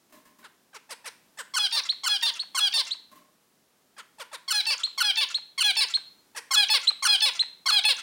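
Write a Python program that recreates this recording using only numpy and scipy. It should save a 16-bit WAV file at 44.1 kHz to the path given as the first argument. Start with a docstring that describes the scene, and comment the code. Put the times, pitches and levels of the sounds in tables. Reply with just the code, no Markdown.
"""A zebra finch sings in its cage in a quiet room, close to a mono microphone.
Soft introductory notes lead into three bouts of one motif, sung three times in each: a chirp that
runs into a long stack, a swooping stack, a soft buzz and a whistle. Each is a set of gliding harmonics
shaped by throat and beak. Between songs, small taps of ringing noise sound from the cage.
Shaped noise makes the room's murmur and hiss, and random echoes answer the bird and the cage."""
import sys
import numpy as np
from scipy import signal
from scipy.fft import rfft, irfft, next_fast_len
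from scipy.io import wavfile
from scipy.ndimage import map_coordinates

SR = 44100
rng = np.random.default_rng(int(sys.argv[2]) if len(sys.argv) > 2 else 0)


def unload_wav(signal):
    """Save mono or channel-first audio to the path in sys.argv[1] as 16-bit WAV at rate SR, clipped to [-1, 1]."""
    wavfile.write(
        sys.argv[1],
        SR,
        np.round(np.clip(np.atleast_2d(signal).T, -1, 1) * 32767).astype(np.int16),
    )


N = 353682  # length in samples, about 8 s
TOP_HZ = 16100  # nothing sounds above this


def amp(db):
    """Turn decibels into an amplitude factor."""
    return 10 ** (np.asarray(db) / 20)


def unit(x):
    """Scale a sound to an average (RMS) strength of 1."""
    return x / np.sqrt(np.mean(x ** 2) + 1e-20)


def along(points, hz):
    """Read a curve of (Hz, value) points on a log frequency axis."""
    f, v = np.transpose(points)
    return np.interp(np.log(hz + 1), np.log(f + 1), v)


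def wobble(rate, size):
    """A smooth random curve through `rate` random points a second."""
    knots = rng.standard_normal(int(size * rate / SR) + 4)
    return map_coordinates(knots, [np.arange(size) * rate / SR])


def filtered(x, response):
    """Shape the spectrum of x by a response, given as a function of frequency."""
    m = next_fast_len(len(x) + SR // 2)
    spectrum = rfft(x, m) * response(np.fft.rfftfreq(m, 1 / SR))
    return irfft(spectrum, m)[:len(x)]


def causal(gain):
    """Complex log response of the filter that has this gain and never answers before its input."""
    cepstrum = irfft(np.log(gain))
    half = len(cepstrum) // 2
    return rfft(np.r_[cepstrum[0], 2 * cepstrum[1:half]], 2 * half)


def add(track, s, sound):
    """Mix a sound in at s seconds."""
    start = max(round(s * SR), 0)
    track[start:start + len(sound)] += sound[:max(N - start, 0)]


# Spectrum of the quiet room: pitch_hz, relative_db (per Hz)
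HUSH_SPECTRUM = [(15, -36.5), (25, -30.5), (84, -21.5), (206, -8.5), (545, -14.5), (796, -15.5),
                 (2280, -22), (5570, -22.5), (16000, -27)]


def hush(level_db=-65):
    """The low murmur of the house and a faint hiss: shaped noise whose level drifts slowly."""
    noise = filtered(rng.standard_normal(N), lambda hz: amp(along(HUSH_SPECTRUM, hz)))
    return unit(noise) * amp(level_db + 1.2 * wobble(3.6, N))


# Taps on perch and bars: start_s, level_db (the click and ring levels are added)
TAPS = [(0.094, -53.5), (0.123, -41.5), (0.149, -47.5), (0.253, -45.5), (0.386, -45), (3.114, -45),
        (3.155, -45)]
# Resonances of the cage: pitch_hz, width_hz, relative_db
CAGE_RESONANCES = [(279.6, 110, 0), (608, 14, 6), (1052, 59, 6), (1680, 360, -11)]


def taps(click_db=-14, ring_db=-11, click_t60=0.36, ring_t60=0.44):
    """Claws and beak scuff on perch and bars; the cage rattles after. 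A t60 is seconds to fall 60 dB."""
    track, t = np.zeros(N), np.arange(SR // 2) / SR

    def cage_body(f):
        return sum(amp(db) * 1j * f * width / (centre * centre - f * f + 1j * f * width)
                   for centre, width, db in CAGE_RESONANCES)

    for s, db in TAPS:
        ring = unit(filtered(rng.standard_normal(len(t)), cage_body)) * amp(ring_db - 60 * t / ring_t60)
        click = rng.standard_normal(len(t)) * amp(click_db - 60 * t / click_t60)
        onset = 1 - np.exp(-t / 0.00078)
        add(track, s, amp(db) * (click + ring) * onset)
    return track


EDGE_DB, EDGE_CURVE = 14, 1.98  # a glide swells from and fades to this far below its level, along this power
SAG_OCT_PER_S = 0.756  # a held note sinks slowly
ONSET_ROUGH, SETTLE_S = 0.52, 0.0072  # extra roughness at each start, and how quickly it dies away
END_ROUGH = .3  # extra roughness as the air pressure fails


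def gesture_of(glides, count=48):
    """Chain glides of the syrinx, the bird's voice organ, into rows of (s, pitch Hz, level dB, roughness)."""
    u, start, rows = np.linspace(0, 1, count, endpoint=False), 0, []
    for length, start_hz, target_hz, bend, db, attack, release, rough in glides:
        t = u * length
        glide = np.expm1(bend * u) / np.expm1(bend)  # moves late if bend is positive, early if negative
        hz = start_hz * (target_hz / start_hz) ** glide * 2 ** (-SAG_OCT_PER_S * t)
        rising = np.maximum(1 - t / attack, 0)
        fading = np.maximum(1 - (length - t) / release, 0)
        level_db = db - EDGE_DB * np.maximum(rising, fading) ** EDGE_CURVE
        roughness = rough + ONSET_ROUGH * np.exp(-t / SETTLE_S) + END_ROUGH * fading ** 2
        rows.append(np.c_[start + t, hz, level_db, roughness])
        start += length
    return np.vstack(rows)


FOCUS_HZ, FOCUS_WIDTH_HZ = 3900, 1400  # the band that focus_db raises or lowers
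FLUTTER_DB = 1.1  # the air pressure trembles a little


def syllable(glides, tract, pitch=1, length=1, treble_db=0, beak_hz=None, dip_hz=None,
             swell_db=0, hoarse=0, climb=0, focus_db=0):
    """The syrinx buzzes along its glides; its harmonics move through the resonances of throat and beak."""
    s, hz, db, rough = np.transpose(gesture_of(glides))
    t = np.arange(int(s[-1] * length * SR)) / SR / length
    size, progress = len(t), t / s[-1] - .5  # progress runs from -0.5 to 0.5
    rough = np.clip(np.hypot(np.interp(t, s, rough), hoarse), 0, 1)
    jitter = .03 * rough * wobble(900, size) + .003 * wobble(120, size)
    f0 = pitch * 2 ** (climb * progress) * np.exp(np.interp(t, s, np.log(hz)) + jitter)

    grid = np.linspace(0, SR / 2, 513)
    colour_db = along(tract, grid) + treble_db * along([(3000, 0.37), (9000, 0.73)], grid)
    colour_db = colour_db + focus_db * np.exp(-((grid - FOCUS_HZ) / FOCUS_WIDTH_HZ) ** 2)
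    if beak_hz:  # the gape moves one resonance and one hollow from song to song
        colour_db = colour_db + 8 * np.exp(-((grid - beak_hz) / 600) ** 2)
        colour_db = colour_db - 10 * np.exp(-((grid - dip_hz) / 450) ** 2)
    else:  # short notes take a chance colour from the pose of the head
        colour_db = colour_db + 2.2 * wobble(3000, len(grid))

    k = np.arange(1, int(TOP_HZ / hz.min()) + 1)[:, None]  # harmonic numbers
    partials = np.exp(np.interp(k * f0, grid, causal(amp(colour_db)))) * (k * f0 < TOP_HZ)
    # stretched tight or blown softly, the membranes swing like a sine; slack and blown hard, they snap shut
    level_db = np.interp(t, s, db)
    purity_db = along([(1700, 0.5), (3400, 20.9)], f0) + 0.22 * np.maximum(-3.5 - level_db, 0)
    partials = partials * amp(-(k - 1) * purity_db)
    partials = partials * amp(2.86 * np.array([wobble(46.6, size) for _ in k]))  # each drifts in strength
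    partials = partials / np.sqrt(np.sum(abs(partials) ** 2, axis=0) / 2 + 1e-20)

    # where the vibration turns chaotic, every harmonic spreads into a band
    chaos = np.array([wobble(801, size) + 1j * wobble(797.7, size) for _ in k]) / np.sqrt(2)
    smear = .7 * rng.standard_normal(k.shape)  # the harmonics arrive a little out of step
    cycles = np.exp(1j * (2 * np.pi * k * np.cumsum(f0) / SR + smear))
    voice = np.sum(partials * (np.sqrt(1 - rough ** 2) + rough * chaos) * cycles, axis=0).real
    loudness = amp(level_db + swell_db * progress + FLUTTER_DB * wobble(126.8, size))
    return voice * loudness * signal.windows.tukey(size, .03)


# Times of the introductory notes: start_s, level_db (each glide's own level is added)
INTRO_TIMES = [(.425, -49), (.729, -45.5), (0.891, -40), (1.042, -38), (1.372, -37.5), (3.965, -44),
               (4.183, -40), (4.314, -39), (6.347, -36.5)]
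# Glides of one note, before softer notes are lowered:
# length_s, start_hz, target_hz, bend, level_db, attack_s, release_s, roughness (0-1)
INTRO_GLIDES = [(.011, 905, 841, 1.7, -7.5, 0.0058, 0.00069, 0),
                (.042, 736.3, 437, -1.2, 1.5, .011, 0.018, 0.23)]
# Throat and beak colour: pitch_hz, relative_db
INTRO_TRACT = [(450, -10.5), (1000, -0.5), (2300, -5), (3300, -7), (5400, -8.5), (6500, -11), (8600, -7),
               (15000, -18.5)]
INTRO_FULL_DB, INTRO_TREBLE_DB = -39.5, 10  # a full-voiced introductory note and its treble tilt
INTRO_OCT_PER_DB, INTRO_TREBLE_PER_DB = .022, 2  # softer ones are lower and duller


def introductory_notes(song):
    """Short rough notes; blown more softly, they sound lower and duller."""
    for s, db in INTRO_TIMES:
        shy_db = max(INTRO_FULL_DB - db, 0)
        note = syllable(INTRO_GLIDES, INTRO_TRACT, 2 ** (-INTRO_OCT_PER_DB * shy_db),
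                        treble_db=INTRO_TREBLE_DB - INTRO_TREBLE_PER_DB * shy_db)
        add(song, s, amp(db) * note)


# Glides: length_s (before stretching), start_hz, target_hz, bend, level_db, attack_s, release_s, roughness (0-1)
CHIRP_GLIDES = [(0.0248, 1109, 1011, 3.3, -4.5, 0.0085, 0.0041, .16),
                (.03, 1542, 1096, 3.2, 0, .009, 0.0099, 0.19)]
# Throat and beak colour: pitch_hz, relative_db
CHIRP_TRACT = [(1050, -4.5), (2200, -4.5), (3100, -5), (4300, 3), (6300, -7.5), (9200, -5.5),
               (12500, -19.5), (15000, -15)]


def opening_chirp(stretch, focus_db):
    """Two quick falling glides, stretched with the motif."""
    return syllable(CHIRP_GLIDES, CHIRP_TRACT, length=stretch, focus_db=focus_db)


# Glide: length_s (before stretching), start_hz, target_hz, bend, level_db, attack_s, release_s, roughness (0-1)
STACK_GLIDES = [(.096, 851.4, 700.4, 9, 0, 0.031, 0.017, 0.071)]
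# Throat and beak colour: pitch_hz, relative_db
STACK_TRACT = [(800, -14), (1650, -6.5), (3300, 3), (4300, 4), (5000, 1.5), (5800, -8), (7300, -18.5),
               (9100, -4.5), (12700, -32), (15000, -12)]


def long_stack(stretch, beak_hz, dip_hz, focus_db):
    """A held stack of harmonics that drops late, coloured by the gape of the beak."""
    return syllable(STACK_GLIDES, STACK_TRACT, length=stretch, beak_hz=beak_hz, dip_hz=dip_hz,
                    focus_db=focus_db)


# Glides, before the pitch ratio: length_s, start_hz, target_hz, bend, level_db, attack_s, release_s, roughness (0-1)
SWOOP_GLIDES = [(.012, 7546, 1247, .3, -7.5, 0.0048, 0.0046, .5),
                (.041, 884.5, 877, 4.8, -1, 0.008, 0.0015, .04),
                (.047, 590, 466, 1.6, -0.5, .001, 0.024, 0.12)]
# Throat and beak colour: pitch_hz, relative_db
SWOOP_TRACT = [(550, -20), (900, -8), (1750, -9.5), (2700, 1.5), (5100, 1), (6100, -9), (7800, -14),
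               (9100, -2.5), (12500, -25), (15000, -10)]
# The bird warms up and its swoop settles: (first motif, last motif)
SWOOP_PITCH = (1.05, .98)  # ratio
SWOOP_SWELL_DB = (3.5, -5)  # the weight moves from the end of the swoop to its start
SWOOP_TREBLE_DB = (-0.5, 3)  # treble tilt
SWOOP_HOARSE = (.32, .02)  # roughness 0-1
SWOOP_GAPE = (1.34, 1.1)  # ratio by which the beak resonance lies higher than in the long stack
SWOOP_DIP_RATIO = 1.125  # the dip is lifted too


def swooping_stack(warmth, beak_hz, dip_hz, focus_db):
    """A steep plunge into lower harmonics; warming up makes it lower, brighter and less hoarse."""
    def warmed(first_last):
        return np.interp(warmth, (0, 1), first_last)

    return syllable(SWOOP_GLIDES, SWOOP_TRACT, warmed(SWOOP_PITCH), treble_db=warmed(SWOOP_TREBLE_DB),
                    beak_hz=warmed(SWOOP_GAPE) * beak_hz, dip_hz=SWOOP_DIP_RATIO * dip_hz,
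                    focus_db=focus_db, swell_db=warmed(SWOOP_SWELL_DB), hoarse=warmed(SWOOP_HOARSE))


# Glides: length_s, start_hz, target_hz, bend, level_db, attack_s, release_s, roughness (0-1)
BUZZ_GLIDES = [(.011, 7030, 4500, 0.97, -2.5, 0.0028, 0.0028, .7),
               (0.04, 718, 651, 0.58, -1, 0.011, 0.024, 0.52)]
# Throat and beak colour: pitch_hz, relative_db
BUZZ_TRACT = [(650, -21.5), (1400, -5.5), (7200, -4), (15000, -28.5)]


def soft_buzz():
    """A high rough tick, then a low note whose harmonics are blurred by chaotic vibration."""
    return syllable(BUZZ_GLIDES, BUZZ_TRACT)


# Glides, before the pitch ratio: length_s, start_hz, target_hz, bend, level_db, attack_s, release_s, roughness (0-1)
WHISTLE_GLIDES = [(.029, 2800, 4290, -8, -3, 0.0084, 0.0016, 0.087),
                  (.02, 4400, 750, -2, -20, 0.00075, 0.0054, 0.71)]
# Throat and beak colour: pitch_hz, relative_db
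WHISTLE_TRACT = [(4300, -13.5), (12500, -17)]
WHISTLE_PITCH = (1.035, 0.97)  # ratio in the first and last motif
WHISTLE_FADE_DB = -11  # the whistle runs out of air


def whistle(warmth, climb):
    """A high, almost pure tone from tight membranes, with a faint falling tail."""
    pitch = np.interp(warmth, (0, 1), WHISTLE_PITCH)
    return syllable(WHISTLE_GLIDES, WHISTLE_TRACT, pitch, swell_db=WHISTLE_FADE_DB, climb=climb)


# The motifs; each glide's own level is added to the levels here:
# start_s, whistle_start_s, level_db, beak_resonance_hz, dip_hz, whistle_level_db, whistle_climb_octaves
MOTIFS = [(1.537, 1.889, -23, 3130, 2600, -22, 0.3), (2.034, 2.393, -23.5, 3100, 2240, -25.5, 0.023),
          (2.546, 2.907, -22.3, 3148, 2340, -27, .36), (4.478, 4.833, -23.5, 3690, 3240, -23, 0.16),
          (4.976, 5.343, -22.5, 3100, 6870, -22.5, .05), (5.577, 5.938, -20.5, 3800, 5230, -20, -0.055),
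          (6.507, 6.871, -19.5, 3550, 5700, -17.5, .05), (7.023, 7.392, -19.5, 3460, 5850, -18.5, 0.034),
          (7.657, 8.022, -19.5, 3450, 5680, -16, 0)]
# The motif keeps its rhythm, stretched to fit between chirp and whistle: usual delays after the chirp (s)
STACK_DELAY, SWOOP_DELAY, BUZZ_DELAY, WHISTLE_DELAY = 0.048, .177, .305, .361
BUZZ_DB = -38  # the same in every motif; the glide levels are added
FOCUS_FROM_DB, FOCUS_PER_DB = -21, -0.3  # motifs softer than this gain in the focus band, louder ones lose


def motifs(song):
    """Chirp, long stack, swoop, soft buzz and whistle in a fixed rhythm."""
    for s, whistle_s, db, beak_hz, dip_hz, whistle_db, climb in MOTIFS:
        stretch = np.clip((whistle_s - s) / WHISTLE_DELAY, .5, 2)
        focus_db = FOCUS_PER_DB * (db - FOCUS_FROM_DB)
        warmth = np.interp(s, (MOTIFS[0][0], MOTIFS[-1][0]), (0, 1))

        def sing(delay, level_db, sound):
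            add(song, s + delay * stretch, amp(level_db) * sound)

        sing(0, db, opening_chirp(stretch, focus_db))
        sing(STACK_DELAY, db, long_stack(stretch, beak_hz, dip_hz, focus_db))
        sing(SWOOP_DELAY, db, swooping_stack(warmth, beak_hz, dip_hz, focus_db))
        sing(BUZZ_DELAY, BUZZ_DB, soft_buzz())
        sing(WHISTLE_DELAY, whistle_db, whistle(warmth, climb))


def finch():
    """The whole song; so small a bird radiates almost nothing in the bass."""
    song = np.zeros(N)
    introductory_notes(song)
    motifs(song)
    low_cut = signal.butter(4, 317, 'highpass', fs=SR, output='sos')  # Hz
    return signal.sosfilt(low_cut, song)


# How long the room rings: pitch_hz, t60_s (time to fall 60 dB)
ROOM_DECAY = [(500, 0.47), (3500, 0.46), (15000, 0.31)]
# Colour of the ringing: pitch_hz, relative_db
ROOM_COLOUR = [(500, -6), (1040, -0.5), (1300, -6), (1750, 1.5), (4500, -4), (14000, -2)]


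def room(x, wet_db=-11.5, near_db=-15, build_s=0.0011, count=16):
    """Near surfaces and the room answer; as the bird turns its head, one random answer blends into the next."""
    out, time = np.zeros(N), np.arange(N) / N * count
    for turn in range(count + 1):
        hz, t, z = signal.stft(rng.standard_normal(SR * 3 // 4), SR, nperseg=256)
        decay_db = along(ROOM_COLOUR, hz)[:, None] - 60 * t / along(ROOM_DECAY, hz)[:, None]
        fade = amp(decay_db) * (1 - np.exp(-t / build_s))
        tail = signal.istft(z * fade, SR, nperseg=256)[1]
        answer = amp(wet_db) * tail / np.linalg.norm(tail)
        # five early echoes from near surfaces
        echo_at = (rng.uniform(.0008, .006, size=5) * SR).astype(int)
        answer[echo_at] += amp(near_db) * rng.uniform(-1.29, 1, size=5)
        share = np.maximum(1 - abs(time - turn), 0) ** .5
        out += signal.fftconvolve(x * share, answer)[:N]
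    return out


def scene():
    """Bird and cage with their echoes over the quiet room, the same in both channels."""
    cage = finch() + taps()
    return np.tile(cage + room(cage) + hush(), (2, 1))


def record(dry):
    """The recorder keeps nothing above its band limit."""
    return np.array([filtered(channel, lambda hz: hz < TOP_HZ) for channel in dry])


dry = scene()
out = record(dry)
unload_wav(out)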